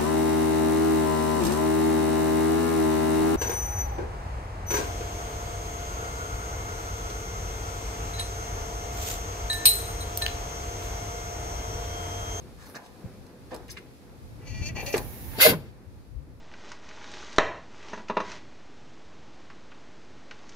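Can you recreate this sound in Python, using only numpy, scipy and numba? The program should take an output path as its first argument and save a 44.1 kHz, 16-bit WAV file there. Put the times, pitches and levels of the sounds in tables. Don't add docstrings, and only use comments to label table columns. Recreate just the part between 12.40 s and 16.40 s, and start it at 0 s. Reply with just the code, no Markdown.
import sys
import numpy as np
from scipy import signal
from scipy.fft import rfft, irfft
from scipy.io import wavfile
from scipy.ndimage import uniform_filter1d
from numba import njit

SR = 44100
rng = np.random.default_rng(int(sys.argv[2]) if len(sys.argv) > 2 else 0)


def wav_out(sig):
    wavfile.write(sys.argv[1], SR, np.round(np.clip(np.atleast_2d(sig).T, -1, 1) * 32767).astype(np.int16))


N = 176400
T = np.arange(N) / SR

# pitch_hz, width_hz, level_db
LINKAGE_MODES = [(822, 110, -8), (1710, 170, -16.5), (1935, 140, 1.5), (2380, 120, 5), (2656, 130, 1),
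                 (3170, 630, -10.5), (4467, 240, 1.5), (5650, 440, -1.5), (6230, 280, -4), (6420, 240, -5)]


def undb(db):
    return 10 ** (np.asarray(db) / 20)


def unit(x):
    return x / np.sqrt(np.mean(x ** 2) + 1e-20)


def curve(table, column=1):
    rows = np.array(table)
    return np.interp(T, rows[:, 0], rows[:, column])


def envelope(table, column=1):
    outside_s = np.maximum(table[0][0] - T, 0) + np.maximum(T - table[-1][0], 0)
    return undb(curve(table, column)) * np.exp(-outside_s / 0.013)


def swell(start, rise, fade):
    return np.clip((T - start) / rise, 0, 1) ** 0.9 * np.exp(-np.maximum(T - start - rise, 0) / fade)


def noise():
    return rng.standard_normal(N)


def wander(rate_hz):
    hold = max(int(SR / rate_hz), 1)
    steps = np.repeat(noise()[:N // hold + 1], hold)
    return 1.3 * uniform_filter1d(uniform_filter1d(steps, hold), hold)[:N]


def colour(x, points):
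    hz, db = np.array(points).T
    freq = np.maximum(np.arange(N // 2 + 1) * SR / N, 1)
    gain = undb(np.interp(np.log(freq), np.log(hz), db))
    skirts = np.minimum(freq / hz[0], 1) ** 3 * np.minimum(hz[-1] / freq, 1) ** 6
    return unit(irfft(rfft(x) * gain * skirts, N))


@njit
def moving_bandpass(x, hz, width):
    out, band_state, low_state = np.empty(len(x)), 0., 0.
    for i in range(len(x)):
        tuning, damping = np.tan(np.pi * hz[i] / SR), width[i] / hz[i]
        passed = (band_state + tuning * (x[i] + 1e-18 - low_state)) / (1 + tuning * (tuning + damping))
        band_state = 2 * passed - band_state
        low_state += 2 * tuning * passed
        out[i] = damping * passed
    return out


def band(x, hz, width):
    return moving_bandpass(x, np.minimum(hz, 0.45 * SR) * np.ones(N), width * np.ones(N))


def ring(x, modes):
    return unit(sum(undb(db) * band(x, hz, width) for hz, width, db in modes))


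def bursts(table, grain):
    grains = noise() * np.exp(grain * wander(900))
    return sum(undb(db) * swell(start, rise, fade) * unit(band(band(grains, hz, width), hz, width * 2))
               for start, rise, fade, hz, width, db in table)


def pan(db):
    return undb(np.array([[db], [-db]]) / 2)


def wide(source):
    return unit(source() + 0.5 * np.array([source(), source()]))


def place(x, pan_db, scatter_db, lag_ms=0):
    chassis_t60_s, tail_t60_s, tail_db = 0.055, 0.29, -19.5
    t = T[:SR // 2]
    chassis = rng.standard_normal((2, len(t))) * undb(-60 * t / chassis_t60_s)
    chassis = signal.sosfilt(signal.butter(2, 1000, "high", fs=SR, output="sos"), chassis)
    tail = rng.standard_normal((2, len(t))) * undb(-60 * t / tail_t60_s)
    echo = undb(scatter_db) * (unit(chassis) + undb(tail_db) * unit(tail)) / np.sqrt(len(t))
    stereo = x * np.ones((2, 1))
    delay = np.exp(-2j * np.pi * np.arange(N // 2 + 1) * SR / N * lag_ms / 1000)
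    direct = np.array([irfft(rfft(stereo[0]) * delay, N), stereo[1]])
    scattered = signal.fftconvolve(stereo, echo, axes=1)[:, :N]
    return (direct + scattered) * pan(pan_db) / np.hypot(1, undb(scatter_db))


def yard():
    # time_s, murmur_db, hiss_db
    levels = [(0, -51.5, -60.5), (.5, -52, -62), (1, -52.5, -63), (1.6, -53.5, -63.5), (2.2, -49, -63),
              (2.9, -49.5, -65.5), (3.35, -53.5, -67), (3.7, -57, -68.5), (4, -56.5, -69.5)]
    # freq_hz, level_db
    murmur_colour = [(59, -31), (100, -15.5), (267, -10.5), (302, -14.5), (386, -13.5), (424, -17.5),
                     (506, -14), (550, -20.5), (2600, -37), (3380, -68), (5720, -120)]
    hiss_colour = [(2200, -2), (3300, 0), (4400, 1.5), (6300, -3), (8000, -6), (11200, -3.5),
                   (14800, -10.5)]
    mid = colour(noise(), murmur_colour) * undb(1.5 * wander(15))
    side = colour(noise(), murmur_colour)
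    side = side - band(side, hz=200, width=700)
    murmur = np.array([mid + side, mid - side]) * undb(curve(levels))
    hiss = np.array([colour(noise(), hiss_colour) for _ in range(2)])
    return murmur + hiss * undb(curve(levels, column=2) + 0.94 * wander(9.7))


def wind():
    # time_s, level_db
    strength = [(0, -49), (.4, -60), (.75, -53.5), (1.55, -58), (1.85, -49.5), (2.3, -39.5), (2.6, -38.5),
                (2.9, -44), (3.05, -47), (3.25, -49), (3.6, -55), (3.8, -47.5), (4, -55)]
    # freq_hz, level_db
    rumble_colour = [(12, -35.5), (20, -14), (46, 5), (80, 5), (125, 3.5), (198, -8.5), (300, -11.5),
                     (400, -27.5), (520, -54.5), (880, -120)]
    # start_s, swell_s, fade_s, pitch_hz, level_db, left_minus_right_db
    bumps = [(.64, 0.0054, 0.0097, 175, -36.5, 13), (.652, 0.008, 0.0049, 102, -32.5, -9),
             (2.211, .008, 0.0046, 80, -26.5, 16), (3.457, 0.022, 0.016, 88.5, -47.5, 24),
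             (3.751, 0.018, 0.023, 56.4, -36.5, 17.5)]
    gusts = np.array([colour(noise(), rumble_colour) * undb(3 * wander(14)) for _ in range(2)])
    out = gusts * undb(curve(strength) + 3.5) * pan(db=2.5)
    for start, rise, fade, hz, db, pan_db in bumps:
        thump = unit(np.sin(2 * np.pi * hz * (T - start)))
        out += undb(db) * pan(pan_db) * swell(start, rise, fade) * thump
    return out


def linkage_scrapes():
    # start_s, swell_s, fade_s, centre_hz, width_hz, level_db
    rubs = [(.17, 0.047, 0.087, 1300, 1400, -48), (.17, 0.07, 0.11, 4200, 5400, -52.5),
            (.2, 0.13, .04, 10400, 9000, -55), (.342, 0.0034, 0.023, 1420, 895, -39.5),
            (.35, 0.013, 0.11, 604, 490, -42.5), (0.347, 0.0053, 0.011, 4160, 2700, -43),
            (.425, 0.032, 0.021, 1490, 3860, -54), (1.106, 0.0053, 0.015, 990, 1640, -43.5),
            (1.115, 0.0067, 0.055, 410, 370, -32.5), (1.275, 0.015, 0.087, 2170, 1200, -50.5),
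            (1.297, 0.011, 0.014, 5330, 2200, -37), (1.299, 0.018, 0.0092, 9600, 9000, -41.5),
            (1.368, 0.0019, 0.0095, 2040, 1060, -36.5), (2.35, 0.027, .15, 481.6, 346, -37.5),
            (2.541, 0.0024, 0.0078, 1300, 1800, -27), (2.554, 0.0078, .03, 320, 390, -22),
            (2.558, .012, 0.0066, 10300, 9000, -37), (2.905, 0.0079, 0.15, 1390, 1530, -47)]
    return place(bursts(rubs, grain=0.5), pan_db=1.5, scatter_db=3.5)


def linkage_ticks():
    # start_s, level_db, decay_s
    impacts = [(0.866, -52.5, .002), (1.144, -40, 0.0041), (1.162, -44, 0.0025), (1.281, -48, 0.0028),
               (1.385, -48.5, 0.0029), (2.462, -39, 0.0057), (2.485, -42, 0.0046), (2.529, -41, 0.0038),
               (2.579, -24, 0.0017)]
    # freq_hz, level_db
    tick_colour = [(400, -37), (2000, -18), (4400, 4), (6000, -3), (9000, -1), (15000, -10.5)]
    decays = sum(undb(db) * swell(start, 0.00055, fade) for start, db, fade in impacts)
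    tone = colour(noise(), tick_colour) + undb(-7.5) * ring(noise(), LINKAGE_MODES)
    return place(decays * tone, pan_db=1, scatter_db=-1)


def air_feed():
    # time_s, level_db
    inflow = [(2.33, -74), (2.43, -53), (2.57, -49), (2.58, -42), (2.598, -51.5), (2.978, -52),
              (2.99, -43.5)]
    # freq_hz, level_db
    inflow_colour = [(800, 0), (1250, -18.5), (1900, -4), (3200, -12), (4800, -10.5), (6800, -12),
                     (8000, -18.5), (10000, -7), (12500, -3.5), (15500, -5.5)]
    hiss = np.array([colour(noise(), inflow_colour) for _ in range(2)])
    return place(hiss * envelope(inflow) * undb(5.5 + 0.4 * wander(25)), pan_db=-3, scatter_db=-9)


def cam_creak():
    # time_s, low_modes_db, high_modes_db
    strokes = [
        [(2.02, -60, -80), (2.048, -62, -71), (2.072, -49, -55.5), (2.094, -54, -54.5), (2.13, -49, -56),
         (2.146, -47.5, -53), (2.2, -49, -52), (2.21, -47, -54), (2.266, -47, -45), (2.286, -52, -46),
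         (2.294, -40.5, -55), (2.314, -55, -73), (2.34, -65, -72)],
        [(2.345, -63, -73), (2.363, -40.5, -47), (2.383, -38, -53), (2.393, -35.5, -51), (2.405, -34.5, -45.5),
         (2.455, -57, -68), (2.465, -34.5, -39), (2.521, -47, -59), (2.531, -39, -36), (2.543, -25, -52),
         (2.563, -67, -42), (2.581, -33, -53), (2.597, -69, -58), (2.62, -104, -56)],
    ]
    # time_s, slip_rate_hz, roughness (0-1)
    slipping = [(2.04, 282, .015), (2.09, 291, .008), (2.112, 285, .02), (2.124, 213, .02),
                (2.16, 215, .004), (2.21, 214, .008), (2.222, 288, .015), (2.25, 297, .003),
                (2.28, 303, .003), (2.295, 328, .02), (2.36, 271, .02), (2.39, 272, .1), (2.46, 270, .1),
                (2.6, 260, .25)]
    levels, roughness = np.vstack(strokes), curve(slipping, column=2)
    cycles = np.cumsum(curve(slipping) * (1 + roughness * wander(300))) / SR
    travel = np.floor(cycles) + np.minimum(cycles % 1 * 70, 1)
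    slips = np.diff(travel, prepend=0) * undb(1.3 * wander(200))
    grit = noise() * np.exp(-(cycles % 1) / 0.45)
    grit_share = 0.25 + 10 * roughness
    force = (unit(slips - slips.mean()) + grit_share * unit(grit)) / np.hypot(1, grit_share)
    body = ring(force, LINKAGE_MODES)
    low = colour(body, [(550, 10.5), (1100, -1.5), (1350, -17), (1700, -1.5), (3300, -8)])
    high = colour(body, [(4100, 1.5), (6800, -1), (7700, -13), (13500, 7.5)])
    creak = low * envelope(levels) * undb(-0.5) + high * envelope(levels, column=2) * undb(3.5)
    return place(creak, pan_db=4, scatter_db=0, lag_ms=-0.049)


def chamber_honks():
    # start_s, swell_s, fade_s, pitch_hz, glide_octaves_per_s, level_db
    jerks = [(1.116, 0.0099, 0.027, 560, -8, -34), (2.47, 0.013, .04, 561, 1, -35),
             (2.54, .002, 0.0085, 446, -4, -16), (2.547, .006, 0.0027, 407, -3, -21.5),
             (2.945, .012, .04, 870, 2, -45.5), (3.008, 0.031, 0.031, 507.4, 3, -27.5),
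             (3.042, 0.022, 0.007, 619.4, 0, -13), (3.05, 0.018, 0.024, 479.4, -1, -19.5),
             (3.069, 0.0083, 0.012, 200.5, -10.5, -28), (3.12, 0.022, 0.032, 189, -5.5, -29.5)]
    out = 0
    for start, rise, fade, hz, glide, db in jerks:
        pitch_hz = hz * 2 ** (glide * np.clip(T - start, 0, 0.1))
        phase = 2 * np.pi * np.cumsum(pitch_hz * (T > start)) / SR
        tone = unit(np.sin(phase) + 0.04 * np.sin(2 * phase))
        out += undb(db) * swell(start, rise, fade) * tone
    return place(out, pan_db=-0.5, scatter_db=4, lag_ms=0.25)


def valve_spurts():
    # start_s, swell_s, fade_s, centre_hz, width_hz, level_db
    coughs = [(2.993, 0.01, 0.028, 1440, 500, -25), (3.02, 0.017, 0.0096, 2470, 1180, -24),
              (3.058, 0.0069, 0.013, 1200, 1300, -21), (3.11, 0.026, 0.01, 1220, 1200, -31.5)]
    return place(bursts(coughs, grain=0.18), pan_db=1, scatter_db=1, lag_ms=0.24)


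def exhaust_blast():
    # time_s, jet_db, port_db
    outflow = [(2.96, -60, -53.5), (2.992, -51, -33), (3.008, -20, -19.5), (3.018, -15.5, -14.5),
               (3.066, -19.5, -18.5), (3.108, -28.5, -28), (3.14, -56, -55), (3.202, -81, -60.5),
               (3.3, -87, -65.5)]
    # freq_hz, level_db
    jet_colour = [(3530, -43), (6000, -15), (6280, -9), (7010, -15.5), (8030, -18), (10100, -2), (12600, 2),
                  (14900, -5), (15500, -9.5), (16000, -12.5)]
    port_colour = [(410, -24.5), (700, 3.5), (850, -11.5), (1060, -7), (1150, -14), (1940, -3), (2580, 1),
                   (2800, -3.5), (4900, -7.5), (6260, -23), (8000, -21), (10400, -43.5), (17600, -120)]
    # pitch_hz, width_hz, level_db
    port_modes = [(1556, 59, -0.5), (2060, 43, -10), (2125, 62, 1), (2610, 28, -10.5), (2610, 7.7, -4.5),
                  (3220, 110, -2), (3920, 44, -19.5), (4146, 91, -5), (4410, 280, -6.5), (4850, 69, -5)]
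    # time_s, level_db, centre_hz
    emptying = [(2.97, -63, 400), (2.988, -28, 344), (3.005, -38, 424), (3.04, -36.5, 533),
                (3.07, -27.5, 396), (3.095, -26.5, 300), (3.135, -26.5, 208), (3.165, -42, 190),
                (3.28, -53.5, 250)]
    flutter = undb(wander(150))
    jet = wide(lambda: colour(noise(), jet_colour))
    jet *= envelope(outflow) * undb(2.5) * flutter
    port = wide(lambda: colour(noise(), port_colour) + undb(-1) * ring(noise(), port_modes))
    port *= envelope(outflow, column=2) * undb(0.5) * flutter
    centre_hz, width_hz = curve(emptying, column=2), 380
    gush = unit(band(band(noise(), centre_hz, width_hz), centre_hz, width_hz)) * envelope(emptying)
    return (place(jet, pan_db=-1, scatter_db=3.5, lag_ms=0.48)
            + place(port, pan_db=3.5, scatter_db=6.5, lag_ms=0.568)
            + place(gush, pan_db=2, scatter_db=-15, lag_ms=0.059))


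def scene():
    brake = exhaust_blast() + valve_spurts() + chamber_honks() + air_feed()
    linkage = cam_creak() + linkage_scrapes() + linkage_ticks()
    return brake + linkage + wind() + yard()


def record(dry):
    top_hz = 15600
    lowpass = signal.ellip(10, 0.2, 80, top_hz, fs=SR, output="sos")
    return signal.sosfilt(lowpass, np.clip(dry, -1, 1))


dry = scene()
out = record(dry)
wav_out(out)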